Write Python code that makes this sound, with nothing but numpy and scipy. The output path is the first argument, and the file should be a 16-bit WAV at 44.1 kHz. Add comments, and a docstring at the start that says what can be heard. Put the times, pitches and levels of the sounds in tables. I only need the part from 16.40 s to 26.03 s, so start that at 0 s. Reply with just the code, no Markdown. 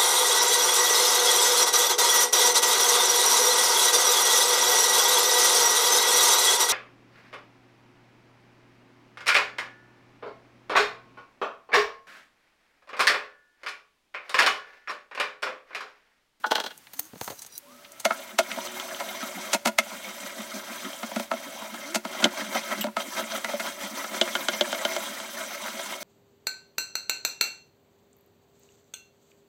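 """The steel screw of a wooden bench vise is wound in strokes: rough friction rubs it in its nut, rings the
plywood jaw and rasps about seven times a second as the screw wobbles. The loose wooden handle slides and
knocks in its pipe tee and the thread clicks: short rough blows that ring resonances, bench and room.
Around them lie jaw bumps, creaks, a squeak, a dowel rattle, a faint ring of the screw, fingers and a
lens whine on a hand-held camera close by, and the still air of a small workshop."""
import sys
import numpy as np
from scipy import signal
from scipy.fft import rfft, irfft, next_fast_len
from scipy.io import wavfile
from scipy.ndimage import uniform_filter1d, map_coordinates

SR = 44100
rng = np.random.default_rng(int(sys.argv[2]) if len(sys.argv) > 2 else 0)


def persist_wave(psi):
    """Save psi, clipped to +-1, as 16-bit WAV."""
    counts = np.round(np.clip(psi, -1, 1) * 32767).astype(np.int16)
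    wavfile.write(sys.argv[1], SR, np.atleast_2d(counts).T)


N = 424683
TIME = np.arange(N) / SR
LEAD_S = 0.012  # slide heard ahead of each blow

# resonances of jaw, screw and bench: (frequency [Hz], width [Hz], lift [dB])
VISE_MODES = [(211.4, 24, 18), (280.5, 59, 17.5), (370.5, 8.7, 18.5), (535.5, 39.5, 18.5),
              (586.6, 17.5, 11.5), (655.5, 25.3, 18.5), (854, 17, 6.5), (980, 16, 9), (1304.5, 25.4, 11),
              (1418, 11, 10.5), (1580, 40, 8), (1952, 36, 7), (2145, 51, 11), (2300, 79, 2.5),
              (3157, 85, 6), (3320, 190, 2.5), (3720, 570, 3.5), (4900, 150, 1.5), (5940, 200, 6),
              (6260, 215, 4), (7880, 110, 7)]


def undb(db):
    """Decibels to gain."""
    return 10 ** (np.asarray(db) / 20)


def unit(x):
    """Scale to rms 1."""
    return x / np.sqrt(np.mean(x ** 2))


def curve(rows, axis=1):
    """One column of a table, joined by straight lines in time."""
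    rows = np.array(rows)
    return np.interp(TIME, rows[:, 0], rows[:, axis])


def walk(rate_hz):
    """Smooth random wandering with spread 1."""
    steps = max(int(SR / rate_hz), 1)
    held = np.repeat(rng.standard_normal(N // steps + 1), steps)[:N]
    return unit(uniform_filter1d(held, steps))


def add(track, start_s, sound):
    """Mix a sound into the track."""
    i = max(int(start_s * SR), 0)
    track[i:i + len(sound)] += sound[:N - i]


def band(x, lo_hz, hi_hz, order=4):
    """Causal band-pass."""
    edges_hz = [lo_hz, min(hi_hz, SR / 2 - 1)]
    return signal.sosfilt(signal.butter(order, edges_hz, "band", fs=SR, output="sos"), x)


def through(x, impulse):
    """Pass a sound through an impulse response."""
    return signal.fftconvolve(x, impulse)[:len(x)]


def causal(log_gain, order):
    """Frequency response of a causal filter with this log gain, its cepstrum cut at `order` samples."""
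    cepstrum = irfft(log_gain)
    cepstrum[1:order] *= 2
    cepstrum[order:] = 0
    return np.exp(rfft(cepstrum))


def response(colour, modes=(), size=8192):
    """Impulse response of a body: a smooth causal colour, lifted at each resonance."""
    f = np.maximum(np.arange(size // 2 + 1) * SR / size, 1)
    hz, db = np.transpose(colour)
    colour_db = np.interp(np.log(f), np.log(hz), db)
    gain = causal(np.log(undb(colour_db)), order=size // 2)
    for centre, width, lift in modes:
        resonance = 1 / (1 + 1j * (f ** 2 - centre ** 2) / (f * width))
        gain = gain * (1 + (undb(lift) - 1) * resonance)
    return irfft(gain)


def echoes(t60_s, level_db, size=16384):
    """Dense reflections that build up in a few milliseconds and die away."""
    t = np.arange(size) / SR
    decay = np.exp(-np.log(1000) * t / t60_s)
    tail = rng.standard_normal(size) * decay * (1 - np.exp(-t / 0.0046))
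    return undb(level_db) * tail / np.linalg.norm(tail)


def grit(size, spread_db):
    """Contact force of a rough surface: countless tiny slips of unequal strength."""
    return unit(rng.standard_normal(size) * undb(spread_db * rng.standard_normal(size)))


def even(force, order=260):
    """Soften chance peaks and holes in the spectrum of a force, so that mainly the body colours it."""
    even_share = 0.55  # share of the unevenness in log gain that is undone
    spectrum = rfft(force)
    return irfft(spectrum * causal(-even_share * np.log(np.abs(spectrum) + 1e-9), order))


def registers(level_db, pitch_hz, fall_db):
    """Level of each register of a blow: loudest at its pitch, weaker with every octave away from it."""
    # centres of the five registers: (frequency [Hz])
    centres_hz = np.array((220, 600, 1200, 2850, 8600))
    octaves = np.log2(centres_hz / min(pitch_hz, centres_hz[-1]))
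    return level_db - fall_db * np.abs(octaves)


def spot(pitch_hz, lift_db):
    """The broad resonance of the place where a blow lands, its width a share of its pitch."""
    return [(pitch_hz, 0.42 * pitch_hz, lift_db)]


def struck(modes):
    """The loose dowel is held a little differently at every blow, so its resonances shift."""
    # spread from blow to blow: (shift as a share of the pitch, change of lift [dB])
    spread = (0.0087, 1.7)
    chance = rng.standard_normal((len(modes), 2)) * spread
    return [(hz * (1 + shift), width, max(lift + db, 0))
            for (hz, width, lift), (shift, db) in zip(modes, chance)]


def blow(body, contact_s, bands_db, spread_db, slide_db, bench_s, bench_db, room_s, room_db, size=12000):
    """A slide ends in a short rough contact that rings body, bench and room, set by five registers."""
    # borders of the five registers: (frequency [Hz])
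    edges_hz = (50, 450, 800, 1800, 4500, 16500)
    t = np.arange(size) / SR - LEAD_S
    age = np.maximum(t, 0) / max(contact_s / 2, 1 / SR)  # the push peaks at half the contact time
    slide = (t < 0) * undb(slide_db) * np.exp(-np.abs(t) / 0.0024)
    push = age * np.exp(1 - age) + slide
    force = even(grit(size, spread_db) * push, order=80)
    reflections = echoes(bench_s, bench_db) + echoes(room_s, room_db)
    sound = through(even(force + through(force, reflections)), body)
    attack = int(0.03 * SR)  # each register is levelled over the first 30 ms of the blow
    parts = [band(sound, lo, hi) for lo, hi in zip(edges_hz, edges_hz[1:])]
    return sum(undb(db) * part / np.std(part[t >= 0][:attack]) for part, db in zip(parts, bands_db))


def air():
    """Quiet room tone: coloured noise whose level drifts slowly."""
    # still air of the workshop: (frequency [Hz], level [dB])
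    air_colour = [(25, -7), (80, -1), (150, 4.5), (280, 6.5), (500, 2), (1500, 3), (3000, 0.5),
                  (7000, -3.5), (15500, -5)]
    tone = unit(through(rng.standard_normal(N), response(air_colour)))
    return undb(-54.5 + 0.86 * walk(0.57)) * tone


def camera():
    """Fingers tick, thump and brush on the housing while a faint whine sounds, as of the lens focusing."""
    # finger taps: (time [s], contact [s], level [dB], pitch [Hz], fall-off [dB per octave])
    taps = [(.376, 0.0022, -52.5, 10000, 15), (0.469, 0.0037, -52.5, 2400, 11),
            (.533, 0.0066, -47, 14000, 4), (0.592, 0.00087, -43.5, 13500, 2.5),
            (0.595, 0.0019, -30.5, 14200, 11), (0.732, 0.0027, -47.5, 222, 5), (0.754, 0.0055, -51, 220, 3),
            (0.811, 0.0027, -42.5, 900, 0.5), (0.8768, 0.0011, -41.5, 1150, 4), (0.882, .001, -50, 1130, 1),
            (0.898, 0.0089, -46.5, 600, 0.5), (0.913, 0.011, -48, 600, 4), (.993, 0.0022, -51, 8600, 8),
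            (1.017, 0.0088, -44, 8600, 7), (1.048, .0007, -55, 7000, 3), (1.063, 0.004, -49.5, 8800, 6),
            (1.179, 0.0014, -39.5, 12500, 17), (1.446, .0048, -49.5, 2600, 14),
            (1.519, 0.0021, -52, 8660, 12), (1.597, 0.0064, -43, 8830, 4.5)]
    # force spectrum of a finger: (frequency [Hz], level [dB])
    tap_colour = [(40, -11), (110, 11), (300, 8), (850, 0.5), (2500, -11.5), (6500, -8), (10000, -5),
                  (13500, -7.5), (16000, -15)]
    # resonances of the housing: (frequency [Hz], width [Hz], lift [dB])
    housing = [(4320, 110, 6), (6400, 400, 13.5), (8100, 180, 6), (13500, 830, 9), (15100, 500, 10)]
    # fingers brush the housing: (time [s], level [dB])
    brush_levels = [(.52, -76), (.57, -48.5), (.66, -51), (.73, -69), (.84, -40), (1.08, -64), (1.2, -94)]
    # swells of the whine: (time [s], level [dB])
    lens_levels = [(.95, -90), (.98, -46), (1.09, -67), (1.125, -48), (1.18, -43), (1.195, -90)]
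    # resonances of the whine: (frequency [Hz], width [Hz], lift [dB])
    lens_modes = [(3980, 27, 32), (4830, 90, 22), (5830, 32, 32), (6600, 250, 5), (7900, 180, 6),
                  (9600, 50, 19)]
    out = np.zeros(N)
    for s, contact_s, level_db, pitch_hz, fall_db in taps:
        tapped = response(tap_colour, housing + spot(pitch_hz, lift_db=12.0))
        bands_db = registers(level_db, pitch_hz, fall_db)
        add(out, s - LEAD_S, blow(tapped, contact_s, bands_db, spread_db=8.0, slide_db=-19,
                                  bench_s=0.022, bench_db=-4.0, room_s=0.8, room_db=-28))
    lens = response([(500, -18.5), (3000, -7), (15000, 8)], lens_modes)
    whine = unit(through(grit(N, spread_db=10.5), lens))
    skin = grit(N, spread_db=7.5)
    brush = unit(band(through(skin, response(tap_colour, housing)), 780, 17400))
    return out + whine * undb(curve(lens_levels)) + brush * undb(curve(brush_levels))


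def rattle():
    """The level dowel is jogged and bounces from side to side in its tee, each blow at its own pitch."""
    # blows, before the layer gain: (time [s], contact [s], level [dB], pitch [Hz], fall-off [dB per octave])
    # a glancing blow falls off steeply either side of its pitch, a square one hardly at all
    bounces = [(0.042, 0.0036, -23, 1260, 14.5), (0.063, 0.0059, -52.5, 1500, -3.5),
               (.11, 0.0041, -34.5, 800, 1), (0.1176, 0.0016, -25, 910, 3), (0.155, 0.0021, -28, 3200, 3),
               (0.181, 0.0014, -32.5, 930, 5), (0.201, 0.0025, -36, 2730, 1),
               (0.239, 0.0046, -42.5, 3180, 0), (0.262, 0.004, -39.5, 3150, 1.5),
               (.304, 0.0072, -46.5, 2400, 4.5)]
    # force spectrum of a bounce: (frequency [Hz], level [dB])
    rattle_colour = [(130, -35), (210, 3), (1100, 12), (2200, -3), (4200, -7), (10000, -23)]
    # resonances of the dowel lying level: (frequency [Hz], width [Hz], lift [dB])
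    dowel = [(426, 32, 4), (630, 27, 11), (871, 25, 11.5), (1462, 62, 13), (1723, 50, 6), (2800, 86, 7),
             (3250, 200, 13), (4100, 280, 5.5), (6000, 170, 6.5)]
    out = np.zeros(N)
    for s, contact_s, level_db, pitch_hz, fall_db in bounces:
        body = response(rattle_colour, struck(dowel) + spot(pitch_hz, lift_db=3.5))
        bands_db = registers(level_db, pitch_hz, fall_db)
        bands_db[0] += -2.5  # the light dowel barely shakes the bench
        add(out, s - LEAD_S, blow(body, contact_s, bands_db, spread_db=4, slide_db=-6.5,
                                  bench_s=0.049, bench_db=-4.5, room_s=0.28, room_db=-13.5))
    return undb(-1.1) * out


def creak():
    """Dry spots sing and groan softly as they start to slip: wavering stick-slip tones."""
    # one curve for each creak: (time [s], pitch [Hz], level [dB])
    creaks = [
        [(.55, 259, -58), (.61, 292, -52), (.67, 326, -59), (.70, 320, -72)],
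        [(1.21, 582, -75), (1.24, 576, -54.5), (1.6, 580, -63), (1.95, 580, -62), (2.0, 580, -69)],
        [(1.22, 250, -79), (1.28, 255, -56), (1.37, 243, -54), (1.42, 240, -78)],
        [(1.23, 850, -90), (1.26, 917, -58), (1.30, 1154, -55), (1.34, 1280, -56), (1.42, 1272, -62),
         (1.62, 1366, -56), (1.65, 1420, -110)],
        [(2.0, 374, -64), (2.2, 367.7, -49.5), (2.7, 368, -52), (3.1, 368, -55)],
        [(5.42, 232, -58), (5.46, 272, -48), (5.52, 337, -41), (5.56, 372, -46), (5.60, 420, -62)],
    ]
    out = np.zeros(N)
    waver = 1 + 0.0168 * walk(250)  # unsteadiness as a share of the pitch
    for rows in creaks:
        sounding = (TIME > rows[0][0]) & (TIME < rows[-1][0])
        phase = 2 * np.pi * np.cumsum(curve(rows) * waver) / SR
        out += sounding * undb(curve(rows, axis=2)) * np.sin(phase)
    return out


def steel_ring(drive, ring_db=-27, t60_s=0.98):
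    """The long screw keeps singing faintly after it is shaken: decaying sines driven by the vise sound."""
    t = np.arange(SR) / SR
    modes = [(577, 15), (1290, -20), (2980, -11)]  # (frequency [Hz], level before scaling [dB])
    tones = sum(undb(db) * np.sin(2 * np.pi * hz * t) for hz, db in modes)
    ring = tones * np.exp(-np.log(1000) * t / t60_s)
    return unit(through(drive, ring)) * np.std(drive) * undb(ring_db)


def squeak():
    """Dry steel slips for an instant as the screw stops and rings high: a decaying burst of noise."""
    # the one squeak: (time [s], level [dB], decay [s])
    s, db, decay_s = (6.410, -22.5, 0.013)
    # its resonances: (frequency [Hz], width [Hz], lift [dB])
    squeak_modes = [(2940, 220, 26), (5770, 180, 11), (7640, 180, 21), (14000, 770, 25)]
    body = response([(500, -2), (3000, -0.5), (15000, -10)], squeak_modes)
    tone = unit(through(rng.standard_normal(N), body))
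    return undb(db) * tone * (TIME > s) * np.exp(-np.abs(TIME - s) / decay_s)


def jaw(swell_s=0.016):
    """The jaw presses on its guide rods for a moment at each bump and makes the boards drone."""
    # soft bumps, before the layer gain: (time [s], level [dB])
    bumps = [(1.95, -48), (2.978, -40), (3.539, -47), (3.693, -45), (3.841, -45.5), (4.004, -38.5),
             (4.162, -40), (4.32, -45.5), (4.468, -40), (5.075, -45), (5.345, -45), (6.026, -39),
             (6.089, -41.5), (6.398, -34), (6.681, -43), (6.836, -40), (6.971, -47), (7.293, -48),
             (7.449, -43), (7.527, -42.5), (7.715, -44), (8.712, -47), (9.358, -45)]
    # force spectrum of a bump: (frequency [Hz], level [dB])
    bump_colour = [(60, -20), (130, -39), (200, 3), (330, -5.5), (500, -43), (1000, -5), (3000, -31)]
    drone = through(rng.standard_normal(N), response(bump_colour, VISE_MODES))
    # every bump carries its own weight, however the grain falls
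    drone = drone / np.sqrt(uniform_filter1d(drone ** 2, size=1500))
    pressure = sum(undb(db) * np.exp(-0.5 * ((TIME - s) / swell_s) ** 2) for s, db in bumps)
    return undb(1.0) * pressure * drone


def thread():
    """The screw takes up its slack with a hard steel click that rings nut and jaw."""
    # clicks, before the layer gain: (time [s], level [dB], and relative to it
    # hum of the nut [dB], knock of the jaw [dB], snap of the steel [dB])
    clicks = [(2.271, -41.5, -19, -14, -12), (2.398, -38.5, -13, -5, -5), (2.546, -39.5, -14, -13, -16),
              (2.688, -43, -14, -18, -18), (4.531, -42, -15, -15, -20), (5.8414, -17.5, -10.5, -9.5, -7.5),
              (7.8125, -20, -3, -12.5, -12), (7.952, -28.5, -8, 3, -12), (8.084, -26.5, -4.5, 0.5, -6),
              (8.2091, -22, -1, -9, -13.5), (8.327, -34.5, 6.5, 4, -9), (8.45, -26.5, -0.5, -3, -11),
              (8.563, -38.5, 11.5, 5.5, 0), (8.8, -42, -16, 0, -10)]
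    # force spectrum of a click: (frequency [Hz], level [dB])
    click_colour = [(140, -13), (220, 8.5), (450, -8), (900, -4), (2200, -6), (3200, -3.5), (4600, 1),
                    (7000, 1), (10500, -9.5), (15500, -24)]
    # resonances of nut and jaw as the thread snaps into place: (frequency [Hz], width [Hz], lift [dB])
    nut = [(235.9, 110, 18), (355, 14, 19.5), (592, 26, 22), (660, 18, 10.5), (1428, 35, 16),
           (1614, 31, 9.5), (1760, 31, -6), (2122, 49, 13.5), (3100, 200, 26), (3430, 48, 7), (3790, 90, 7),
           (6200, 220, 9.5), (7260, 200, 8), (7850, 170, 7)]
    thud_db = -11.5  # lowest register, relative to the level of the click
    out, body = np.zeros(N), response(click_colour, nut)
    for s, level_db, hum_db, knock_db, snap_db in clicks:
        bands_db = level_db + np.array([thud_db, hum_db, knock_db, 0, snap_db])
        add(out, s - LEAD_S, blow(body, 0.0026, bands_db, spread_db=2.0, slide_db=-41,
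                                  bench_s=0.03, bench_db=-6.5, room_s=0.22, room_db=-49))
    return undb(-2.6) * out


def handle():
    """The dowel slides through the tee and its end caps strike the steel, each blow with its own note."""
    # knocks, before the layer gain: (time [s], contact [s], level [dB], pitch [Hz],
    # fall-off [dB per octave], thud of the bench [dB], ringing note [Hz])
    knocks = [(1.651, 0.0039, -21.5, 590, 2, -37, 632), (1.707, .0031, -21.5, 1080, 11.5, -44, 1320),
              (1.987, 0.0042, -20, 610, 2, -41, 354), (2.005, 0.0033, -30, 600, 8, -57, 698),
              (2.115, 0.003, -30, 2380, 15, -49, 3100), (2.17, 0.0036, -34.5, 600, 10, -39, 655),
              (2.185, 0.0014, -30.5, 980, 15, -40, 945), (2.598, 0.011, -32, 920, 4.5, -58, 970),
              (2.827, 0.0034, -34.5, 1190, 6, -37, 1270), (3.131, 0.0075, -25, 7100, 1, -51, 3400),
              (3.144, .004, -29, 607, 1, -32.5, 930), (3.252, 0.006, -34, 900, 1, -33, 875),
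              (3.257, 0.0033, -25.5, 900, 2, -36, 870), (3.27, 0.0077, -28, 1130, 1, -34, 980),
              (3.386, 0.003, -18.5, 2330, 4.5, -38, 1310), (4.629, .007, -33.5, 1020, 5, -35, 1270),
              (4.714, .004, -36.5, 810, 7, -48, 970), (4.76, 0.005, -30.5, 614, 3.5, -27.5, 570),
              (4.797, 0.0024, -32.5, 597, 3, -36, 575), (4.915, 0.0018, -23, 920, 9, -39, 1290),
              (4.936, 0.0027, -33.5, 600, 6, -37.5, 640), (5.222, 0.0016, -36.5, 900, 10, -44, 980),
              (5.342, 0.0045, -43, 800, 2, -42, 655), (5.546, .0053, -31, 7000, 0.5, -43, 2110),
              (5.555, 0.0046, -31.5, 600, 0, -31, 655), (5.651, .0026, -33, 990, 5.5, -36.5, 1300),
              (5.822, 0.011, -29.5, 1200, 4.5, -29, 1440), (5.851, 0.0053, -27, 780, 5, -23.5, 520),
              (6.15, 0.003, -37, 1500, 6, -34, 1400), (6.312, 0.0052, -32, 600, 10, -38, 655),
              (6.441, .002, -27, 580, 5.5, -31.5, 610), (6.467, 0.0028, -36, 900, 6, -34.5, 970),
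              (6.484, 0.0026, -35, 1000, 16, -44, 970), (6.567, 0.003, -24.5, 1060, 7, -38, 1287),
              (7.045, 0.0032, -29.5, 1690, 5, -45, 1990), (7.134, 0.0033, -24.5, 550, 13, -39, 590),
              (7.196, 0.0088, -31.5, 1780, 4.5, -41, 1420), (7.641, 0.0043, -35, 1180, 6.5, -56, 1300),
              (9.279, .005, -35.5, 1400, 7, -56, 1290)]
    # force spectrum of a knock: (frequency [Hz], level [dB])
    knock_colour = [(60, -43), (140, -11.5), (220, 19.5), (450, -15), (800, -10), (2500, -2.5), (4200, -1),
                    (7500, 3), (10500, 0), (15500, -7)]
    # resonances of handle and tee, damped by the hand: (frequency [Hz], width [Hz], lift [dB])
    handle_modes = [(249, 155, 17.5), (357.6, 15, 12.5), (580, 43, 17), (668, 37, 13.5), (943, 84, 7),
                    (1307, 52, 7.5), (1416, 23, 11.5), (2140, 66, 10.5), (2610, 88, 7), (2890, 70, 5),
                    (3380, 90, 4), (4150, 91, -6), (6250, 750, 5), (7380, 190, 1)]
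    note_width_hz, note_lift_db = 39, 9
    out = np.zeros(N)
    for s, contact_s, level_db, pitch_hz, fall_db, thud_db, note_hz in knocks:
        note = [(note_hz, note_width_hz, note_lift_db)]
        body = response(knock_colour, struck(handle_modes) + spot(pitch_hz, lift_db=6) + note)
        bands_db = [thud_db, *registers(level_db, pitch_hz, fall_db)[1:]]
        add(out, s - LEAD_S, blow(body, contact_s, bands_db, spread_db=0.5, slide_db=-10.5,
                                  bench_s=0.058, bench_db=-8.0, room_s=0.4, room_db=-23.5))
    return undb(-2.36) * out


def scuffs(rate_hz=60, spread_db=0.8, size=400):
    """Burrs on the thread catch for a few milliseconds, dozens of times a second."""
    force = np.zeros(N)
    fade = np.exp(-np.arange(size) / (0.0064 * SR))
    for when, strength in rng.random((int(rate_hz * N / SR), 2)):
        add(force, when * N / SR, undb(-spread_db * np.log(max(strength, 0.03))) * fade)
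    return unit(force * rng.standard_normal(N))


def chirps(rate_hz=110, lo_hz=750, hi_hz=3700, glide=-0.17, size=380):
    """Dry spots stick and slip for a dozen cycles or so: tiny squeaks that sag in pitch."""
    out, age = np.zeros(N), np.arange(size) / size
    swell = np.sin(np.pi * np.sqrt(age)) ** 2
    for when, pitch, strength in rng.random((int(rate_hz * N / SR), 3)):
        hz = lo_hz * (hi_hz / lo_hz) ** pitch * (1 + glide * age)
        add(out, when * N / SR, strength * swell * np.sin(2 * np.pi * np.cumsum(hz) / SR))
    return unit(out)


def chatter(rate_hz=34, lo_hz=560, hi_hz=2300, decay_s=0.0036, spread_db=4.5, size=900):
    """The loose dowel and rods tap in their holes: small knocks, each at its own pitch."""
    out, t = np.zeros(N), np.arange(size) / SR
    for when, pitch, strength in rng.random((int(rate_hz * N / SR), 3)):
        hz = lo_hz * (hi_hz / lo_hz) ** pitch
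        ring = np.sin(2 * np.pi * hz * t) * np.exp(-t / decay_s)
        add(out, when * N / SR, undb(-spread_db * np.log(max(strength, 0.08))) * ring)
    return unit(band(out + through(out, echoes(0.085, -0.86)), 430, 5800))


def gap(sound):
    """Treble bounces between the jaws; its reflections change slowly as the opening widens and narrows."""
    # how far the jaw stands open: (time [s], share [0-1])
    opening = [(1.7, 0.26), (6.0, 1), (9.6, 0.56)]
    treble = band(sound, 2500, 22500)
    angle = np.pi / 2 * curve(opening)
    shut, wide = (through(treble, echoes(t60_s=0.025, level_db=-8)) for _ in range(2))
    return sound + np.cos(angle) * shut + np.sin(angle) * wide


def shifting(sound):
    """The load wanders over the thread: resonances shift a little and each register flares on its own."""
    # borders of the flaring registers: (frequency [Hz])
    grain_edges_hz = (450, 800, 1200, 1800, 2700, 4000, 6500, 10000, 17000)
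    grain_db, grain_rate_hz = 2, 70
    load_shift = 0.007  # spread of the playing speed
    bent = map_coordinates(sound, [np.cumsum(1 + load_shift * walk(grain_rate_hz / 2))], mode="mirror")
    size = next_fast_len(N)
    spectrum, hz = rfft(bent, size), np.linspace(0, SR / 2, size // 2 + 1)
    for lo, hi in zip(grain_edges_hz, grain_edges_hz[1:]):
        part = irfft(spectrum * (hz >= lo) * (hz < hi), size)[:N]
        bent = bent + part * (unit(undb(grain_db * walk(grain_rate_hz))) - 1)
    return bent


def friction():
    """Gains of grind and hiss: each stroke starts, holds and dies away, and every wobble swells it."""
    # strokes of the hand: (start [s], end [s], friction at start [dB], friction at end [dB],
    # hiss relative to it [dB])
    strokes = [(1.28, 1.646, -59.5, -55, -3), (1.668, 1.932, -39.5, -47, -4),
               (2.003, 3.127, -40.5, -38, -4), (3.41, 4.829, -43.5, -42, -2.5),
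               (4.9, 5.543, -42.5, -40, -4.5), (5.637, 5.841, -39, -33, -8), (5.902, 6.425, -41.5, -40, -4),
               (6.56, 7.722, -41.5, -42.5, -2), (7.729, 9.557, -38, -38.5, -3), (9.594, 9.64, -45, -35, -1)]
    # runs of rasps, one a wobble: (first [s], until [s], period [s], first swell [dB], last swell [dB],
    # Gaussian spread [s])
    wobbles = [(2.11, 3.05, 0.15, 3, 0.5, 0.025), (3.53, 4.55, .157, 4, 5, .026),
               (5.073, 5.87, .14, 0, 0.5, 0.027), (6.003, 6.40, .16, 13, 12.5, .026),
               (6.603, 6.7, .16, 11, 11, .018), (6.792, 7.80, .159, 12.5, 7.5, .026),
               (7.89, 8.60, 0.127, 3, 4.5, 0.027), (8.749, 9.60, 0.128, 1, 3.5, .02)]
    attack_s, release_s = 0.02, 0.044
    hiss_share = 0.54  # share of a rasp's swell in dB that the hiss follows
    grind, hiss, swell = np.zeros((3, N))
    for start, end, first_db, last_db, hiss_db in strokes:
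        onset = 1 - np.exp(-np.maximum(TIME - start, 0) / attack_s)
        release = np.exp(-np.maximum(TIME - end, 0) / release_s)
        stroke = onset * release * undb(np.interp(TIME, [start, end], [first_db, last_db]))
        grind, hiss = grind + stroke, hiss + undb(hiss_db) * stroke
    for first, until, period, first_db, last_db, width_s in wobbles:
        times = np.arange(first, until, period)
        rasp = signal.windows.gaussian(int(8 * width_s * SR), width_s * SR)
        for s, db in zip(times, np.linspace(first_db, last_db, len(times))):
            add(swell, s - len(rasp) / SR / 2, db * rasp)
    waver = 0.92 * walk(12)  # dB; the hand never pushes quite evenly
    return grind * undb(swell + waver), hiss * undb(hiss_share * swell + waver)


def screw(flutter_db=0.83, scuff_db=-5, split_hz=4500):
    """The thread grinds and catches in the nut: rough force through the vise, shaped by the strokes."""
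    # force spectrum of the friction: (frequency [Hz], level [dB])
    rub_colour = [(70, -24), (130, -20), (200, -12.5), (450, -18), (1000, 5), (2500, 1.5), (4500, -8),
                  (7000, -8.5), (10500, -11.5), (15500, -12)]
    force = grit(N, spread_db=2) * undb(flutter_db * walk(130) + 0.24 * walk(27))
    # burrs are blunt, so they miss the top octaves
    force = force + undb(scuff_db) * band(scuffs(), 380, 4250, order=2)
    rub = unit(shifting(gap(through(force, response(rub_colour, VISE_MODES)))))
    sound = rub + undb(-16.0) * chirps(hi_hz=2594) + undb(-10.5) * chatter()
    grind = band(sound, 30, split_hz) / np.std(band(sound, 240, 9000))
    hiss = unit(band(sound, split_hz, 25000))
    grind_gain, hiss_gain = friction()
    return grind_gain * grind + hiss_gain * hiss


def scene():
    """The vise, the camera and the room at one microphone."""
    vise = screw() + jaw() + handle() + thread() + squeak()
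    return (vise + steel_ring(vise) + creak() + rattle() + camera() + air())[None]


def record(dry):
    """The camera stops just short of full scale and cuts the top."""
    top_hz = 15900
    low_pass = signal.ellip(10, 0.2, 80, top_hz, fs=SR, output="sos")
    return signal.sosfilt(low_pass, np.clip(dry, -0.9, 0.9))


dry = scene()
out = record(dry)
persist_wave(out)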